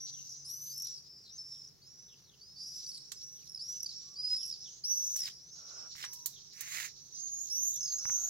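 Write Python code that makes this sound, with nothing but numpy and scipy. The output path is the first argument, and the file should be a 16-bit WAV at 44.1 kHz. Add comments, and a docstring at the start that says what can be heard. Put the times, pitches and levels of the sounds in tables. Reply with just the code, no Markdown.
"""At an open window over the roofs of a town, swifts scream past while the town hums faintly below.
Each swift's voice is a buzzing, hoarse whistle that leaps up and falls in a stutter; short chirps form trills.
Far birds add falling slurs and a blur of screams and noise; decaying noise makes the walls' echoes.
Close by on the right, bands of noise make a brushing sleeve, and snaps, knocks and thuds a handling hand."""
import sys
import numpy as np
from scipy import signal
from scipy.fft import rfft, irfft, next_fast_len
from scipy.io import wavfile

SR = 44100
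rng = np.random.default_rng(int(sys.argv[2]) if len(sys.argv) > 2 else 0)


def digitize_waveform(pressure):
    """Quantize a signal to 16-bit integers and store it at the path in sys.argv[1].

    Rows of a 2-D input are taken as channels; values are limited to [-1, 1].
    """
    field = np.atleast_2d(pressure).T
    bounded = np.clip(field, -1, 1)
    quanta = np.round(bounded * 32767).astype(np.int16)
    wavfile.write(sys.argv[1], SR, quanta)


N = 365588
TIME = np.arange(N) / SR
RELEASE_DB_PER_S = 518   # how fast the sleeve lifts off


def from_db(db):
    """Turn decibels into a gain."""
    return 10 ** (np.asarray(db) / 20)


def rms_one(x):
    """Scale a signal to an average power of one."""
    return x / np.sqrt(np.mean(np.abs(x) ** 2) + 1e-20)


def curve(rows, s):
    """Read a curve at the given times, with straight lines between its points."""
    return np.interp(s, *np.transpose(rows))


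def add(out, start_s, sound):
    """Mix a sound in at a time, cutting off what runs past the end."""
    at = max(0, int(start_s * SR))
    out[..., at:at + sound.shape[-1]] += sound[..., :max(0, N - at)]


def delayed(x, lag_s):
    """Shift a sound later, or earlier if the lag is negative; the lag may change as it goes."""
    n = np.arange(len(x))
    return np.interp(n - lag_s * SR, n, x)


def drift(size, rate_hz):
    """Make a smooth random wander around zero by blurring noise; a higher rate wanders faster."""
    r = np.exp(-2 * np.pi * rate_hz / SR)
    run_in = int(2 * SR / rate_hz)   # lets the filter settle first
    wander = signal.lfilter([1], [1, -2 * r, r * r], rng.standard_normal(size + run_in))
    return rms_one(wander)[-size:]


def fade(t, edge_s):
    """Give a sound a soft start and end."""
    to_nearest_end = np.minimum(t - t[0], t[-1] - t)
    return np.sin(np.pi / 2 * np.clip(to_nearest_end / edge_s, 0, 1)) ** 2


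def panned(pan_db):
    """Give the left and right gains for a left-minus-right level."""
    return from_db(np.array([[.5], [-.5]]) * pan_db)


def noise(colour, alike, size=N):
    """Make stereo noise with a given spectrum; sides are equal when alike is 1, unrelated at 0."""
    padded = next_fast_len(size)
    hz, db = np.transpose(colour)
    octave = np.log2(np.maximum(np.fft.rfftfreq(padded, 1 / SR), 1))
    outside = np.abs(octave - np.clip(octave, np.log2(hz[0]), np.log2(hz[-1])))
    # beyond the ends of the table the level falls 20 dB per octave
    gain = from_db(np.interp(octave, np.log2(hz), db) - 20 * outside)
    mid, side = irfft(rfft(rng.standard_normal((2, padded))) * gain, padded)[:, :size]
    alike = np.clip(alike, -1, 1)
    return rms_one(np.sqrt(1 + alike) * mid + np.sqrt(1 - alike) * side * [[1], [-1]])


def lowpass(x, dull_hz):
    """Dull a sound by weakening what lies above a frequency."""
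    return signal.sosfilt(signal.butter(2, min(dull_hz, .45 * SR), fs=SR, output="sos"), x)


def echoes(x, t60_s, delay_s, dull_hz, patchy_db):
    """Scatter a sound into many dulled reflections that fade by 60 dB in t60_s."""
    t = np.arange(0, t60_s, 1 / SR)
    strength = from_db(-60 * t / t60_s + patchy_db * drift(len(t), 67.1)) * (t > delay_s)
    tail = rng.standard_normal((2, len(t))) * strength
    tail = lowpass(rms_one(tail) / np.sqrt(len(t)), dull_hz)
    return signal.fftconvolve(x, tail, axes=1)[:, :N]


def town():
    """Distant traffic is a coloured noise; slightly wavering tones are a passing drone and faint toots."""
    # spectrum of the hum: (frequency [Hz], relative level [dB per Hz])
    hum_colour = [(25, -18.5), (60, -7), (100, -6), (140, 1.5), (220, -11), (300, -14), (400, -11.5),
                  (600, -21.5), (1200, -23.5), (2500, -27), (8000, -34), (15000, -27.5)]
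    # a low drone, then horn-like toots: (start [s], end [s], pitch [Hz], level [dB])
    far_tones = [(0, 1.02, 140, -72), (.44, 0.636, 1140, -84.5), (4.038, 4.238, 1150, -79.5),
                 (4.53, 4.698, 780, -86), (6.067, 6.302, 970, -73), (8.106, 8.33, 701, -74.5)]
    hum_db = -68.5
    out = noise(hum_colour, alike=0.56) * from_db(hum_db) * panned(-0.75)
    for start, end, hz, db in far_tones:
        t = np.arange(start, end, 1 / SR)
        phase = 2 * np.pi * np.cumsum(hz * (1 + 0.012 * drift(len(t), 60))) / SR
        add(out, start, np.sqrt(2) * np.sin(phase) * from_db(db) * fade(t, 0.013))
    return out


def pressure(t, full, release, swell_db_per_s):
    """A stroke swells to full pressure, holds and lifts off quickly."""
    swell_db = -swell_db_per_s * np.maximum(full - t, 0)
    release_db = -RELEASE_DB_PER_S * np.maximum(t - release, 0)
    return from_db(swell_db + release_db) * fade(t, 0.013)


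def snags(size, per_s=170, spread_db=4.0, t60_s=0.011):
    """Threads catch and let go at random: a train of small dying surges, scaled to unit power."""
    strength = from_db(spread_db * np.minimum(rng.exponential(1, size), 2.5))
    slips = (rng.random(size) < per_s / SR) * strength
    return rms_one(signal.lfilter([1], [1, -from_db(-60 / (t60_s * SR))], slips))


def sleeve(grain_db=0.3, snag_share=0.29, grit_per_s=420):
    """Cloth catches and slips close to the right microphone port: noise shaped by pressure and snags."""
    # soft hollow shuffles: (start [s], full pressure [s], release [s], level [dB])
    shuffle_rows = [(5.545, 5.767, 5.87, -61.5), (7.901, 8.09, 8.29, -64)]
    # spectrum of the shuffles: (frequency [Hz], relative level [dB per Hz])
    shuffle_colour = [(250, -5.5), (480, 1), (680, 2), (1000, -4.5), (1400, 8.5), (1800, -12), (3000, -8)]
    # strokes of the sleeve, levels at full pressure before panning:
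    # (start [s], full pressure [s], release [s], rub [dB], hiss [dB], grit [dB])
    stroke_rows = [(5.16, 5.276, 5.28, -53.5, -55.5, -47), (5.949, 6.004, 6.03, -53.5, -59, -50),
                   (6.02, 6.03, 6.046, -47, -62, -46.5), (6.522, 6.631, 6.68, -51, -60.5, -72),
                   (6.676, 6.736, 6.858, -43.5, -50.5, -55.5)]
    # spectrum of rubbing cloth: (frequency [Hz], relative level [dB per Hz])
    rub_colour = [(500, -37), (900, -13.5), (1500, -3.5), (1950, 5), (2600, -1), (3300, -5.5), (3900, -2),
                  (5500, -5.5), (7500, -20), (10000, -12)]
    # spectrum of hissing fibres: (frequency [Hz], relative level [dB per Hz])
    hiss_colour = [(4000, 1), (7000, 18.2), (8700, 1.6), (10000, 3), (12500, 5.5), (14300, 8.8), (16000, 6)]
    # spectrum of crackling coarse threads: (frequency [Hz], relative level [dB per Hz])
    grit_colour = [(2300, -28), (3000, 4), (3800, 4.5), (4600, 0), (6500, -9)]
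    shuffle_swell, rub_swell, hiss_swell = 47, 190, 90   # dB per second
    out = np.zeros((2, N))
    tail_s = 60 / RELEASE_DB_PER_S
    for start, full, release, db in shuffle_rows:
        t = np.arange(start, release + tail_s, 1 / SR)
        level = from_db(db + 0.28 * drift(len(t), 38))
        hollow = noise(shuffle_colour, alike=0.1, size=len(t)) * level
        add(out, start, hollow * pressure(t, full, release, shuffle_swell) * panned(-4.5))
    for start, full, release, rub_db, hiss_db, grit_db in stroke_rows:
        t = np.arange(start, release + tail_s, 1 / SR)
        size = len(t)
        grip = rms_one(1 - snag_share + snag_share * snags(size))
        rub_level = from_db(rub_db + grain_db * drift(size, 46.0))
        rub = noise(rub_colour, alike=0.72, size=size) * rub_level * grip
        fibres = noise(hiss_colour, alike=0.084, size=size) * from_db(hiss_db) * np.sqrt(np.abs(grip))
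        crackle = snags(size, per_s=grit_per_s, t60_s=0.0093)
        grit = noise(grit_colour, alike=0.4, size=size) * from_db(grit_db) * crackle
        add(out, start, (rub + grit) * pressure(t, full, release, rub_swell) * panned(-6.5))
        add(out, start, fibres * pressure(t, full, release, hiss_swell) * panned(-18.0))
    return out


def clicks():
    """A tick is a bright snap over a dry knock, with room echoes; a bump is a knock with a low thud."""
    # bright ticks, levels before filtering and panning:
    # (time [s], snap [dB], knock [dB], dull above [Hz], snap's time to fall 60 dB [s])
    tick_rows = [(3.1184, -26.5, -45, 6750, 0.039), (3.121, -38, -45.5, 6760, 0.029),
                 (4.347, -46, -48, 5000, 0.026), (5.162, -35.5, -53, 14700, 0.1),
                 (5.2723, -47, -51, 5000, 0.0095), (5.283, -44, -43, 5050, 0.022),
                 (6.0405, -29.5, -29, 5500, 0.0046), (6.05, -30, -45, 6000, 0.014),
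                 (6.132, -40, -51, 16900, 0.076), (6.2591, -26, -42, 17500, 0.049),
                 (6.6078, -31, -48, 17000, 0.042)]
    # dull bumps felt through the casing, before panning: (time [s], knock [dB], thud [dB])
    bump_rows = [(5.162, -51, -57), (5.953, -50.5, -57), (8.0542, -37, -46), (8.0945, -43, -55),
                 (8.0993, -39, -51)]
    # spectrum of a snap: (frequency [Hz], relative level [dB per Hz])
    snap_colour = [(2000, -20), (4300, -1), (5500, -3.5), (7200, 6.5), (9000, -2.5), (12000, 2.5),
                   (15000, 7)]
    knock_low_hz, knock_top_hz = 840, 2370
    thud_hz, thud_t60_s = 123, 0.028
    ticks, bumps = np.zeros((2, N)), np.zeros((2, N))
    t = np.arange(SR // 10) / SR
    casing = signal.butter(2, [knock_low_hz, knock_top_hz], "band", fs=SR, output="sos")
    # one single pulse, filtered twice, is the knock
    knock = signal.sosfilt(casing, signal.sosfilt(casing, 1.0 * (t == 0)))
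    knock = knock / np.abs(knock).max()
    thud = np.sin(2 * np.pi * thud_hz * t) * from_db(-60 * t / thud_t60_s)
    for s, snap_db, knock_db, dull_hz, snap_t60_s in tick_rows:
        snap = noise(snap_colour, alike=0.4, size=len(t)) * from_db(snap_db - 60 * t / snap_t60_s)
        snap = lowpass(snap, dull_hz)
        add(ticks, s, snap * panned(-8.0) + knock * from_db(knock_db) * panned(5.0))
    for s, knock_db, thud_db in bump_rows:
        add(bumps, s, (knock * from_db(knock_db) + thud * from_db(thud_db)) * panned(-17.5))
    room = echoes(ticks, t60_s=0.19, delay_s=0.0027, dull_hz=14700, patchy_db=1.5)
    return ticks + bumps + from_db(-8.5) * room


def whistle(hz, octave_db, buzz, rasp, buzz_hz=250, buzz_depth=1.55, waver=0.013, rasp_hz=700,
            half_db=-8, skirt=1.0, skirt_hz=2200, beak_hz=7250, beak=0.82):
    """A swift's voice: a high tone, shaken by a fast buzz and frayed by turbulence."""
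    size = len(hz)
    shake_hz = buzz_hz * np.exp(0.135 * drift(size, 24.66))
    shake = np.sin(2 * np.pi * np.cumsum(shake_hz) / SR)
    shaken_hz = hz * (1 + waver * drift(size, 300) + 0.16 * buzz * shake)
    phase = 2 * np.pi * np.cumsum(shaken_hz) / SR
    fray = rasp * (drift(size, rasp_hz) + 1j * drift(size, rasp_hz))
    # a hard-driven syrinx (voice organ) doubles its period: weak lines at half-steps of the pitch
    halves = np.exp(3j * phase / 2) + .5 * np.exp(5j * phase / 2) + 0.082 * np.exp(1j * phase / 2)
    halves = from_db(half_db + 1.75 * octave_db) * halves
    octave = from_db(octave_db) * np.exp(2j * phase) * (1.0 + 8.0 * fray)
    tones = (np.exp(1j * phase) + halves) * (1 + fray) + octave
    voice = np.real(rms_one(1 + np.minimum(buzz_depth * buzz, 1) * shake) * tones)
    # hoarse air pulses with the buzz and rings broadly in the throat
    throat = signal.butter(3, [3600, 7600], "band", fs=SR, output="sos")
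    air = signal.sosfilt(throat, np.cos(phase) * drift(size, skirt_hz) * (1 + shake))
    # and more narrowly in the open beak
    open_beak = signal.butter(2, [.94 * beak_hz, 1.06 * beak_hz], "band", fs=SR, output="sos")
    ring = signal.sosfilt(open_beak, rng.standard_normal(size))
    return np.sqrt(2) * (voice + rasp * (skirt * air + beak * rms_one(ring)))


def in_flight(voice, flutter_db, own_db, scatter_s=.000025, sweep=.0001, roof_s=.009, roof_db=-9):
    """Wingbeats flutter the level, a roof reflection beats with the direct sound, the bearing sweeps."""
    voice = np.pad(voice, (0, SR // 25))   # room for the reflection to end
    size = len(voice)
    t = np.arange(size) / SR
    bounce_s = roof_s * (.5 + rng.random() + 0.294 * rng.normal() * t)
    voice = voice + from_db(roof_db) * delayed(voice, bounce_s)
    side_lag_s = scatter_s * rng.normal() + sweep * rng.normal() * (t - t.mean())
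    ports = np.array([voice, delayed(voice, side_lag_s)])
    each_side = own_db * np.array([drift(size, 43.5), drift(size, 12.32)])
    return ports * from_db(flutter_db * drift(size, 23.04) + each_side)


def scream(start, end, pitch_hz, leap, rise_s, drop, db, swell_db, octave_db, harsh, stutter_hz=60):
    """The pitch leaps up, creeps to a crest and falls; the voice throbs, grows harsher and stutters."""
    creep = .03   # share of the pitch
    fall_share, fall_per_drop = .17, .65   # share of the call spent falling; deeper falls take longer
    onset_db = 9.5   # the voice is weaker until the leap is done
    throb_hz, throb_db = 28.9, 2   # average rate and depth of brief dips in level
    t = np.arange(max(start, 0), end, 1 / SR)
    fall_s = (end - start) * np.clip(fall_share + fall_per_drop * drop, .05, .8)
    climb = np.clip((t - start) / (end - fall_s - start), 0, 1)
    fall = np.clip(1 - (end - t) / fall_s, 0, 1)
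    early = np.exp((start - t) / max(rise_s, .004))
    hz = pitch_hz * (1 - leap * early + creep * climb ** 2.4 - drop * fall ** 1.4)
    beat = 2 * np.pi * np.cumsum(stutter_hz * np.exp(0.1543 * drift(len(t), 19.8))) / SR
    throb_rate_hz = throb_hz * np.exp(.2 * drift(len(t), 12))
    catch = np.cos(np.pi * np.cumsum(throb_rate_hz) / SR) ** 6
    depth = np.clip(1.9 * fall, 0, 1)   # the stutter deepens on the way down
    hz = hz * (1 - 0.051 * depth * np.sin(beat))   # each pulse slides downward
    buzz = harsh * (0.2 + 0.095 * climb)
    rasp = harsh * (0.026 + 0.082 * climb + 0.088 * fall)
    voice = whistle(hz, octave_db - 4 * (1 - climb), buzz=buzz, rasp=rasp, waver=.008 * harsh)
    arch_db = db + swell_db * (climb - .5) - onset_db * early - 3 * fall
    throbbing_db = -throb_db * (catch - catch.mean())
    stutter_db = 4.1 * depth * (np.cos(beat) - .55)
    level = from_db(arch_db + throbbing_db + stutter_db)
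    return in_flight(voice * level * fade(t, 0.0074), flutter_db=1.63, own_db=1.71)


def far_flock(count=60, calls_db=1.0, wash_db=-4.5, spread_db=6):
    """The rest of the flock, blurred by distance: random short screams, echoes and a wash of noise."""
    # level curve for calls and wash together, before their own gains: (time [s], level [dB])
    flock_level = [(0.0, -57), (0.92, -58.5), (1.04, -67.5), (1.85, -64), (2.35, -67), (2.84, -58),
                   (3.39, -61.5), (3.9, -57.5), (4.32, -59), (4.69, -57), (5.36, -64.5), (5.75, -55),
                   (6.5, -58.5), (6.95, -59), (7.5, -63), (8.29, -58)]
    # spectrum of the wash: (frequency [Hz], relative level [dB per Hz])
    wash_colour = [(2500, -21), (3300, -7), (4000, 5), (5300, 7), (6200, -0.5), (7000, 2), (8200, -41)]
    out = np.zeros((2, N))
    for k, (when, pitch, length, drop, far) in enumerate(rng.random((count, 5))):
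        call = scream(0, .08 + .2 * length, 5200 + 1100 * pitch, leap=.12, rise_s=.035, drop=.35 * drop,
                      db=-spread_db * far, swell_db=0, octave_db=-32, harsh=.8)
        add(out, (k + 2 * when - 1) / count * N / SR, call)
    reflected = echoes(out, t60_s=0.5, delay_s=0.015, dull_hz=6860, patchy_db=6.5)
    calls = rms_one(out + 2.7 * reflected)
    wash = noise(wash_colour, alike=0.098) * from_db(4.7 * drift(N, 11.6))
    return (from_db(calls_db) * calls + from_db(wash_db) * wash) * from_db(curve(flock_level, TIME))


def slurs(direct_db=-2, echo_db=-13, rattle_hz=48, rattle_db=5):
    """Hoarse falling notes rattle as their level pulses, with a short echo."""
    # slurs, mostly of far birds; levels before the fade, rattle and direct or echo gain:
    # (start [s], length [s], first pitch [Hz], last pitch [Hz], level [dB])
    slur_rows = [(0.129, 0.089, 3510, 2690, -67.5), (1.237, 0.072, 4190, 3800, -59),
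                 (1.486, 0.092, 4400, 3160, -70.5), (2.08, 0.069, 3730, 2580, -69),
                 (2.235, 0.12, 4430, 2690, -69), (3.35, 0.093, 3640, 2500, -70.5),
                 (3.686, 0.091, 3820, 2710, -71.5), (4.39, 0.068, 3650, 2590, -64.5),
                 (4.641, 0.059, 3870, 2800, -57), (6.322, 0.073, 4020, 3030, -60.5),
                 (6.349, 0.1, 5700, 4560, -73), (7.136, 0.14, 5360, 4020, -56.5),
                 (7.545, 0.042, 5160, 4080, -53.5), (7.729, 0.051, 3700, 3330, -60.5),
                 (7.8, 0.13, 5700, 4270, -43.5)]
    out = np.zeros((2, N))
    for start, length, first_hz, last_hz, db in slur_rows:
        t = np.arange(0, length, 1 / SR)
        hz = first_hz + (last_hz - first_hz) * t / length
        voice = whistle(hz, octave_db=-33, buzz=0.39, rasp=0.076, waver=0.034)
        level_db = db - 7.7 * (t / length) ** 2 + rattle_db * np.cos(2 * np.pi * rattle_hz * t)
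        note = voice * from_db(level_db) * fade(t, 0.0043)
        add(out, start, in_flight(note, flutter_db=2.0, own_db=4.5))
    reflected = echoes(out, t60_s=0.2, delay_s=0.0047, dull_hz=6000, patchy_db=5.0)
    return from_db(direct_db) * out + from_db(echo_db) * reflected


def trills(length_s=.011, fall=0.062, octave_gain_db=-2):
    """A trill is a run of separate notes, each a short, hoarse downward chirp."""
    # notes of the trills that end screams; octave is relative to the note, before octave_gain_db:
    # (middle [s], middle pitch [Hz], level before flight effects [dB], octave [dB])
    note_rows = [(0.296, 5920, -45, -21), (0.325, 5080, -49, -30), (.78, 5700, -43, -0.5),
                 (0.801, 5960, -45, 0), (0.824, 5840, -37.5, -3), (.848, 5770, -37.5, -7),
                 (0.872, 5550, -39, -9), (1.589, 5310, -49, -26), (1.621, 5180, -44, -31),
                 (1.651, 5140, -47.5, -33), (1.677, 5690, -46.5, -39), (2.866, 4800, -45, -14),
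                 (2.892, 5200, -41, -6), (2.919, 4510, -46, -12), (2.948, 4480, -44, -8),
                 (2.979, 4050, -47.5, -1), (3.007, 4520, -53, -20), (3.477, 5520, -46, -9),
                 (3.497, 5430, -43.5, -7), (3.521, 5517, -46.5, -6), (3.549, 5210, -36, -13),
                 (3.577, 4920, -43, -26), (3.598, 4350, -54, -26), (3.806, 5600, -37, -14),
                 (3.833, 5700, -35, -8), (3.864, 4660, -37, -19.5), (3.893, 4580, -39.5, -27),
                 (3.916, 4080, -45, -15), (4.433, 5370, -35.5, -17), (4.454, 5420, -40, -11),
                 (4.465, 5520, -41.5, -4.5), (4.502, 5390, -37, -17), (4.514, 5260, -39.5, -16),
                 (4.528, 4970, -36.5, -30), (4.542, 4590, -48, -29), (5.166, 5740, -35, -17),
                 (5.193, 5500, -36, -9), (5.22, 5280, -32, -21), (5.257, 4980, -35.5, -20),
                 (7.809, 5560, -38, -16), (7.831, 5360, -36, -16), (7.861, 5150, -35.5, -27),
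                 (7.882, 5100, -42, -25), (7.902, 4860, -44.5, -30), (7.925, 4430, -46, -20)]
    out = np.zeros((2, N))
    t = np.arange(0, length_s, 1 / SR)
    for middle, hz, db, octave_db in note_rows:
        falling_hz = hz * (1 + fall * (.5 - t / length_s))
        voice = whistle(falling_hz, octave_db + octave_gain_db, buzz=0.18, rasp=0.023)
        note = voice * from_db(db) * fade(t, 0.0047)
        flying = in_flight(note, flutter_db=-1.1, own_db=1.0, scatter_s=.000012, roof_db=-7.0)
        add(out, middle - length_s / 2, flying)
    return out


def screams():
    """The birds that race past the house, each with its own arching call."""
    # base settings of each scream, which its arch, throb and stutter then vary:
    # (start [s], end [s], pitch [Hz], depth below it at the start [share], leap time constant [s],
    #  pitch lost at the end [share], level [dB], swell from start to crest [dB],
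    #  octave relative to the main tone at the crest [dB], harshness [no unit])
    scream_rows = [(-.1, 0.351, 5756, .15, 0.037, 0.093, -47, -4.5, -17, 0.72),
                   (0.302, 0.476, 5950, 0.052, 0.047, .03, -51, -12, -38, .5),
                   (0.444, 0.78, 5960, 0.23, 0.039, 0.044, -44, -8, -3.5, 0.49),
                   (.69, 0.999, 5655, .22, 0.067, 0.23, -45, -2, -23, 0.64),
                   (1.032, 1.306, 5380, .13, 0.047, 0.065, -57.5, -9, -32, 0.61),
                   (1.076, 1.27, 4820, 0.0089, 0.019, .06, -64, 4, -26, 0.76),
                   (1.287, 1.388, 6120, 0.23, 0.034, 0.04, -50, -2, -28, 0.54),
                   (1.374, 1.703, 5264, 0.0027, 0.006, 0.041, -50, -12.5, -23, 0.83),
                   (1.816, 2.296, 5856, .29, .05, 0.12, -58.5, -13.5, -22, 0.39),
                   (2.407, 2.666, 5360, 0.18, 0.064, .02, -56.5, -14, -25, 0.32),
                   (2.555, 2.864, 4917, 0.095, 0.048, 0.051, -48.5, -6.5, -27, 0.87),
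                   (2.573, 2.994, 5516, 0.13, 0.04, .23, -47.5, -1, -15, 1.0),
                   (3, 3.301, 6110, .05, .05, 0.011, -59.5, -9, -31, 0.62),
                   (3.157, 3.48, 5700, 0.17, 0.032, 0.057, -51, -11, -15, 0.9),
                   (3.59, 3.805, 5800, .25, .04, 0.021, -41, -7, -19, 0.65),
                   (3.891, 4.155, 5644, 0.2, .036, 0.097, -48, -12, -30, 0.71),
                   (4.155, 4.377, 4930, 0.099, 0.016, 0.0094, -38, 5, -26, 0.46),
                   (4.36, 4.506, 5510, .08, 0.06, 0.032, -40.5, -11.5, -14.5, 0.75),
                   (4.597, 4.797, 5660, .12, 0.033, 0.033, -53.5, -18, -26, 0.89),
                   (4.617, 4.797, 6850, 0.19, 0.065, 0.026, -61.5, -9, -30, 0.59),
                   (4.835, 5.254, 5897, .29, .014, 0.2, -35, -6.5, -16.5, 0.77),
                   (4.919, 5.144, 5490, 0.22, 0.055, 0.06, -48.5, -2, -32, 1.1),
                   (5.305, 5.468, 5830, 0.17, .04, 0.015, -59, -5, -41, 0.24),
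                   (5.39, 5.608, 6400, .23, 0.075, 0.03, -54.5, -6, -34, 0.47),
                   (5.509, 5.811, 5790, .14, 0.026, 0.066, -57.5, -7, -23.5, 0.56),
                   (5.632, 5.803, 5120, .14, .03, .1, -63, 0, -33, 1.1),
                   (5.742, 5.947, 5570, .12, 0.05, 0.059, -50, -7, -26, 0.73),
                   (6.01, 6.292, 5920, 0.19, .035, 0.019, -50, -17, -16, 0.69),
                   (6.068, 6.264, 5470, 0.11, 0.048, 0.017, -54, -2, -18, 0.69),
                   (6.523, 6.901, 6300, 0.14, 0.066, 0.073, -49.5, 0, -20, 0.62),
                   (6.867, 7.105, 5860, .03, 0.033, .06, -60.5, -1, -22, 0.82),
                   (7.119, 7.514, 6464, .11, .06, 0.13, -41.5, 2, -23.5, 0.77),
                   (7.497, 7.772, 6100, .18, 0.036, 0.035, -35, -7, -13.5, 0.71),
                   (7.567, 7.774, 6720, 0.13, 0.04, 0.077, -38, -0.5, -40, 0.48),
                   (7.755, 8, 6310, 0.12, 0.03, 0.018, -38, -4, -16, 0.37),
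                   (7.982, 8.341, 6400, 0.21, .055, 0.015, -38.5, -4, -14.5, 0.75),
                   (8.036, 8.38, 6077, .17, .028, 0.052, -36.5, -10, -20, 0.86)]
    out = np.zeros((2, N))
    for row in scream_rows:
        add(out, row[0], scream(*row))
    return out


def swifts():
    """All birds, the near ones echoed by house walls, shift between the sides by level and arrival time."""
    # where the flock is: (time [s], left minus right level [dB])
    bearing = [(0, 1.5), (2.8, -2.5), (3.6, -3), (5.5, -2), (7.3, -6.5), (8.29, -3.5)]
    port_lag_s_per_db = .00001   # sound from the right reaches the left port later
    birds = screams() + trills() + slurs()
    street = from_db(-9) * echoes(birds, t60_s=0.55, delay_s=0.018, dull_hz=8500, patchy_db=4)
    pan_db = curve(bearing, TIME)
    left, right = (birds + street + far_flock()) * panned(pan_db)
    return np.array([delayed(left, -port_lag_s_per_db * pan_db), right])


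def scene():
    """Birds above, town below, the hand close by on the right."""
    hand_lag_s = .00045   # the hand's sounds reach the left port later
    left, right = sleeve() + clicks()
    return swifts() + town() + np.array([delayed(left, hand_lag_s), right])


def record(dry):
    """The recorder cuts the top of the treble with a steep filter."""
    cutoff_hz = 15850
    return signal.sosfilt(signal.ellip(10, .1, 70, cutoff_hz, fs=SR, output="sos"), dry)


dry = scene()
out = record(dry)
digitize_waveform(out)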